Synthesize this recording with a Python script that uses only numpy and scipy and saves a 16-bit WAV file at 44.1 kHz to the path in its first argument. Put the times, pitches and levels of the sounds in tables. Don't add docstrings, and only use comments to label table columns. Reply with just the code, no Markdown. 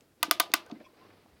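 import sys
import numpy as np
from scipy import signal
from scipy.fft import rfft, irfft
from scipy.io import wavfile
from scipy.ndimage import uniform_filter1d

SR = 44100
rng = np.random.default_rng(int(sys.argv[2]) if len(sys.argv) > 2 else 0)


def voltage_ratio(decibels):
    exponent = np.asarray(decibels, float) / 20
    return 10 ** exponent


def wav_out(sig):
    wavfile.write(sys.argv[1], SR, np.round(np.clip(np.atleast_2d(sig).T, -1, 1) * 32767).astype(np.int16))


N = 61739

# frequency_hz, level_db (per Hz)
AIR_COLOUR = [(20, -14.5), (70, -5.5), (130, -3.5), (350, -5), (1000, -20.5), (3000, -25.5), (8000, -26),
              (17000, -27)]
# start_s, level_db
SLEEVE_LEVEL = [
    (0, -69.5),
    (.06, -72),
    (.17, -76),
    (.22, -63),
    (0.618, -58),
    (0.902, -66.5),
    (1.002, -60.5),
    (1.178, -62.5),
    (1.259, -68),
    (1.4, -66),
]
# frequency_hz, level_db (per Hz)
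CLOTH_COLOUR = [(150, 1.5), (400, 4), (1000, -3.5), (2200, -8), (3500, -12), (4800, -12), (6500, -27)]
# start_s, level_db, centre_hz, width_hz, length_s
METAL_TICKS = [(.008, -55.5, 5000, 9300, 0.0022), (0.398, -32.5, 5000, 5850, 0.004),
               (.5177, -41, 4400, 4530, 0.0019), (.663, -51, 9830, 9000, 0.0011),
               (.698, -50, 3400, 5000, 0.0013), (.7, -48, 888, 790, 0.021), (.713, -43, 3800, 3790, 0.0026),
               (0.751, -60, 1300, 1990, .012), (0.802, -57, 1770, 2100, 0.0079),
               (.838, -75, 2430, 4130, 0.017), (1.102, -57.5, 1422, 2200, .012),
               (1.26, -55, 870, 1100, 0.0024)]
# start_s, level_db, pitch_hz, t60_s (time to fall 60 dB)
SOFT_KNOCKS = [(.018, -47.5, 394, 0.012), (.2, -54, 330, 0.099), (.248, -36, 327, 0.043),
               (.281, -30, 314, 0.034), (.33, -72, 330, 0.016), (.5, -37, 347, 0.019),
               (.516, -52.5, 334, 0.15), (.663, -45.5, 504, 0.019), (.666, -49, 1515, 0.046),
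               (.7, -37.5, 710, 0.018), (.706, -44.5, 390, 0.078), (.7205, -25.5, 254, 0.036),
               (.733, -35, 228.3, 0.075), (.7395, -45, 236, 0.071), (0.76, -40, 300, .03),
               (.775, -50.5, 345, 0.032), (.803, -42, 340, 0.067), (.809, -39.5, 600, 0.033),
               (.817, -63, 610, 0.032), (.931, -50, 462, 0.018), (1.017, -48, 362, 0.059),
               (1.049, -46, 411, 0.048), (1.092, -44.5, 358, 0.035), (1.13, -52, 262.6, 0.045),
               (1.25, -50.5, 220.2, 0.045), (1.26, -46, 762, 0.012)]
# start_s, level_db, steel_db, brightness_db (above 8 kHz)
PAWL_DROPS = [
    (.2288, -18.5, -2, 0.5),
    (0.3109, -16, 3.5, 3.5),
    (0.3995, -16, 6, 3),
    (0.5377, -15, -1.5, 1),
]
# frequency_hz, level_db
CRACK_COLOUR = [(150, -25.5), (450, -14), (900, 15.5), (2500, 20), (4500, 18), (7500, 9.5), (12500, 12.5),
                (15500, 10)]
# pitch_hz, t60_s
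BOX_TONES = [(335, .06), (675, .06), (870, .05), (985, .06), (1090, .04), (1200, .06), (1500, .05),
             (1880, .04)]
# first_db, second_db, third_db, fourth_db
BOX_DRIVE = [(-27.5, -19.5, -22, -19.5), (-18.5, -17, -16, -22), (-27, -36, -23, -31.5),
             (-13.5, -25, -15, -21), (-19, -20.5, -20, -17), (-9.5, -14, -9.5, -14), (-14, -20, -15.5, -15),
             (-32, -24.5, -23.5, -22)]
# pitch_hz, level_db, t60_s
STEEL_TONES = [(2220, -13, 0.027), (2730, -6.5, 0.019), (2798, -18.5, 0.017), (3300, -13, 0.017),
               (3680, -31, .09), (3880, -25, 0.018), (4500, -17.5, 0.024), (5140, -17.5, .021),
               (7020, -24, 0.064), (12200, -29, .012)]
# centre_hz, level_db, t60_s
ROOM_TAIL = [(300, -31.5, .16), (600, -30, 0.33), (1200, -31, 0.16), (2530, -34.5, .25), (4420, -24, 0.16),
             (7500, -28, 0.15), (11600, -31.5, 0.11)]
# start_s, centre_hz, width_hz, length_s
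KEY_SQUEAKS = [
    (.747, 2080, 70, .032),
    (.804, 1750, 120, .014),
    (.836, 1045, 45, .045),
    (.84, 5600, 900, .03),
    (.838, 2450, 280, .036),
    (.846, 3350, 200, .026),
    (1.01, 1035, 60, .034),
    (1.045, 1035, 90, .018),
]
SQUEAK_DB = [-65, -63, -60, -71, -62, -66, -60, -60]
# start_s, level_db, centre_hz, width_hz, length_s
FAR_THUMPS = [
    (.84, -76, 50.3, 30, 0.063),
    (1.32, -63.5, 73.2, 24.9, 0.053),
]


def unit(x):
    return x / np.sqrt(np.mean(x ** 2))


def peak(x):
    return x / np.abs(x).max()


def add(track, start_s, x):
    i = int(start_s * SR)
    track[i:i + len(x)] += x[:N - i]


def band(x, hz, width_hz):
    edges = np.clip([hz - width_hz / 2, hz + width_hz / 2], 15, .45 * SR)
    return signal.sosfilt(signal.butter(2, edges, "bandpass", fs=SR, output="sos"), x)


def low_cut(x, hz):
    return signal.sosfilt(signal.butter(4, hz, "highpass", fs=SR, output="sos"), x)


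def ring(x, hz, t60):
    turn = np.exp((2j * np.pi * hz - np.log(1000) / t60) / SR)
    return signal.lfilter([1], [1, -turn], x).imag


def colour(x, shape):
    hz = np.maximum(np.fft.rfftfreq(len(x), 1 / SR), 1)
    f, g = np.array(shape).T
    gain_db = np.interp(np.log(hz), np.log(f), g, left=-80, right=-80)
    return irfft(rfft(x) * voltage_ratio(gain_db), len(x))


def causal(x, shape):
    hz = np.maximum(np.fft.rfftfreq(1024, 1 / SR), 1)
    f, g = np.array(shape).T
    cepstrum = irfft(np.log(voltage_ratio(np.interp(np.log(hz), np.log(f), g))))
    cepstrum[1:512] *= 2
    cepstrum[513:] = 0
    return signal.lfilter(irfft(np.exp(rfft(cepstrum)))[:512], [1], x)


def rubbed_noise(table):
    out, t = np.zeros(N), np.arange(SR // 5) / SR
    for start_s, db, hz, width_hz, length_s in table:
        swell = np.sin(np.pi * np.minimum(t / length_s, 1)) ** .7
        noise = band(rng.standard_normal(2 * len(t)), hz, width_hz)[len(t):]
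        x = noise * swell
        add(out, start_s, voltage_ratio(db) * x * np.sqrt(np.sum(swell ** 2) / np.sum(x ** 2)))
    return out


def air():
    hum = unit(band(rng.standard_normal(N), 99, 4))
    tone = unit(colour(rng.standard_normal(N), AIR_COLOUR))
    return voltage_ratio(-68) * tone + voltage_ratio(-76) * hum


def sleeve():
    flicker = unit(uniform_filter1d(uniform_filter1d(rng.standard_normal(N), 600), 600))
    s, db = np.array(SLEEVE_LEVEL).T
    level_db = np.interp(np.arange(N) / SR, s, db) + 1.5 * flicker
    return unit(colour(rng.standard_normal(N), CLOTH_COLOUR)) * voltage_ratio(level_db)


def ticks():
    out, t = np.zeros(N), np.arange(SR // 20) / SR
    for start_s, db, hz, width_hz, length_s in METAL_TICKS:
        noise = band(band(rng.standard_normal(len(t)), hz, width_hz), hz, width_hz)
        add(out, start_s, voltage_ratio(db) * unit(noise) * np.exp(-t / length_s))
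    return out


def knocks():
    out, t = np.zeros(N), np.arange(SR // 8) / SR
    for start_s, db, hz, t60 in SOFT_KNOCKS:
        push = np.sin(np.pi * np.minimum(t * hz, 1)) * np.cos(2 * np.pi * hz * t)
        add(out, start_s, voltage_ratio(db - 4) * peak(ring(push, hz, t60)))
    return low_cut(out, 150)


def rebounds(t):
    odds, sign = rng.random(len(t)), rng.standard_normal(len(t))
    size = rng.exponential(size=len(t))
    sag_s, chatter_s, fall_s = .004, .0035, .002
    fade = np.exp(-t / sag_s - np.maximum(t - chatter_s, 0) / fall_s)
    rise = np.minimum(.3 + t / .0003, 1)
    happens = (odds < 5800 / SR) | (t == t[8])
    hits = happens * np.sign(sign) * voltage_ratio(5.5 * np.minimum(size, 2)) * fade * rise
    return hits / np.sqrt(np.sum(hits ** 2))


def steel_ring(hits):
    out = np.zeros(len(hits))
    vary = voltage_ratio(4 * rng.standard_normal(14))
    detune = 1 + .011 * rng.standard_normal(14)
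    for v, k, (hz, db, t60) in zip(vary, detune, STEEL_TONES):
        out += v * voltage_ratio(db) * peak(ring(hits, hz * k, t60))
    return out


def box_ring(t, drive):
    out = np.zeros(len(t))
    push_s, hold_s = .002, .012
    for db, phase, (hz, t60) in zip(drive, rng.random(14), BOX_TONES):
        swing = np.sin(2 * np.pi * hz * t + 6 * phase) * (1 - np.exp(-t / push_s))
        out += voltage_ratio(db) * peak(swing * voltage_ratio(-60 * t / t60) * np.exp(-(t / hold_s) ** 2))
    return out


def pawl():
    near, far = np.zeros(N), np.zeros(N)
    t = np.arange(SR // 4) / SR
    landing = 1. * (t == 0)
    for (start_s, db, steel_db, bright_db), drive in zip(PAWL_DROPS, np.array(BOX_DRIVE).T):
        hits = rebounds(t)
        steel = voltage_ratio(steel_db - 3) * steel_ring(hits)
        box = box_ring(t, drive)
        shade = [(hz, g + bright_db * (hz > 8000)) for hz, g in CRACK_COLOUR]
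        for track, strike, box_db in ((near, hits, 6), (far, landing, 6 - 3.5)):
            crack = 3 * causal(strike, shade)
            add(track, start_s, voltage_ratio(db) * (crack + voltage_ratio(box_db) * box + steel))
    return low_cut(near, 230), low_cut(far, 230)


def room(direct, send):
    t = np.arange(SR // 2) / SR
    tail = np.zeros(len(t))
    for hz, db, t60 in ROOM_TAIL:
        tail += voltage_ratio(db - 60 * t / t60) * unit(band(rng.standard_normal(len(t)), hz, hz))
    tail = tail * np.minimum(t / 0.0022, 1) * voltage_ratio(-21.5)
    late = np.pad(direct, (int(0.0098 * SR), 0))[:N]
    echo = signal.sosfilt(signal.butter(2, 5000, fs=SR, output="sos"), late)
    return voltage_ratio(-19) * echo + signal.fftconvolve(send, tail)[:N]


def squeaks():
    return rubbed_noise([(row[0], db, *row[1:]) for row, db in zip(KEY_SQUEAKS, SQUEAK_DB)])


def thumps():
    return rubbed_noise(FAR_THUMPS)


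def scene():
    near, far = pawl()
    small = ticks() + squeaks()
    soft = knocks()
    rest = small + voltage_ratio(1.5) * soft
    answer = room(near + rest, far + rest)
    return (near + small + soft + answer + thumps() + sleeve() + air())[None]


def top_cut(x):
    return signal.sosfilt(signal.butter(12, 17140, fs=SR, output="sos"), x)


def record(dry):
    mix = signal.sosfilt(signal.butter(8, 16300, fs=SR, output="sos"), dry)
    return top_cut(mix)


dry = scene()
out = record(dry)
wav_out(out)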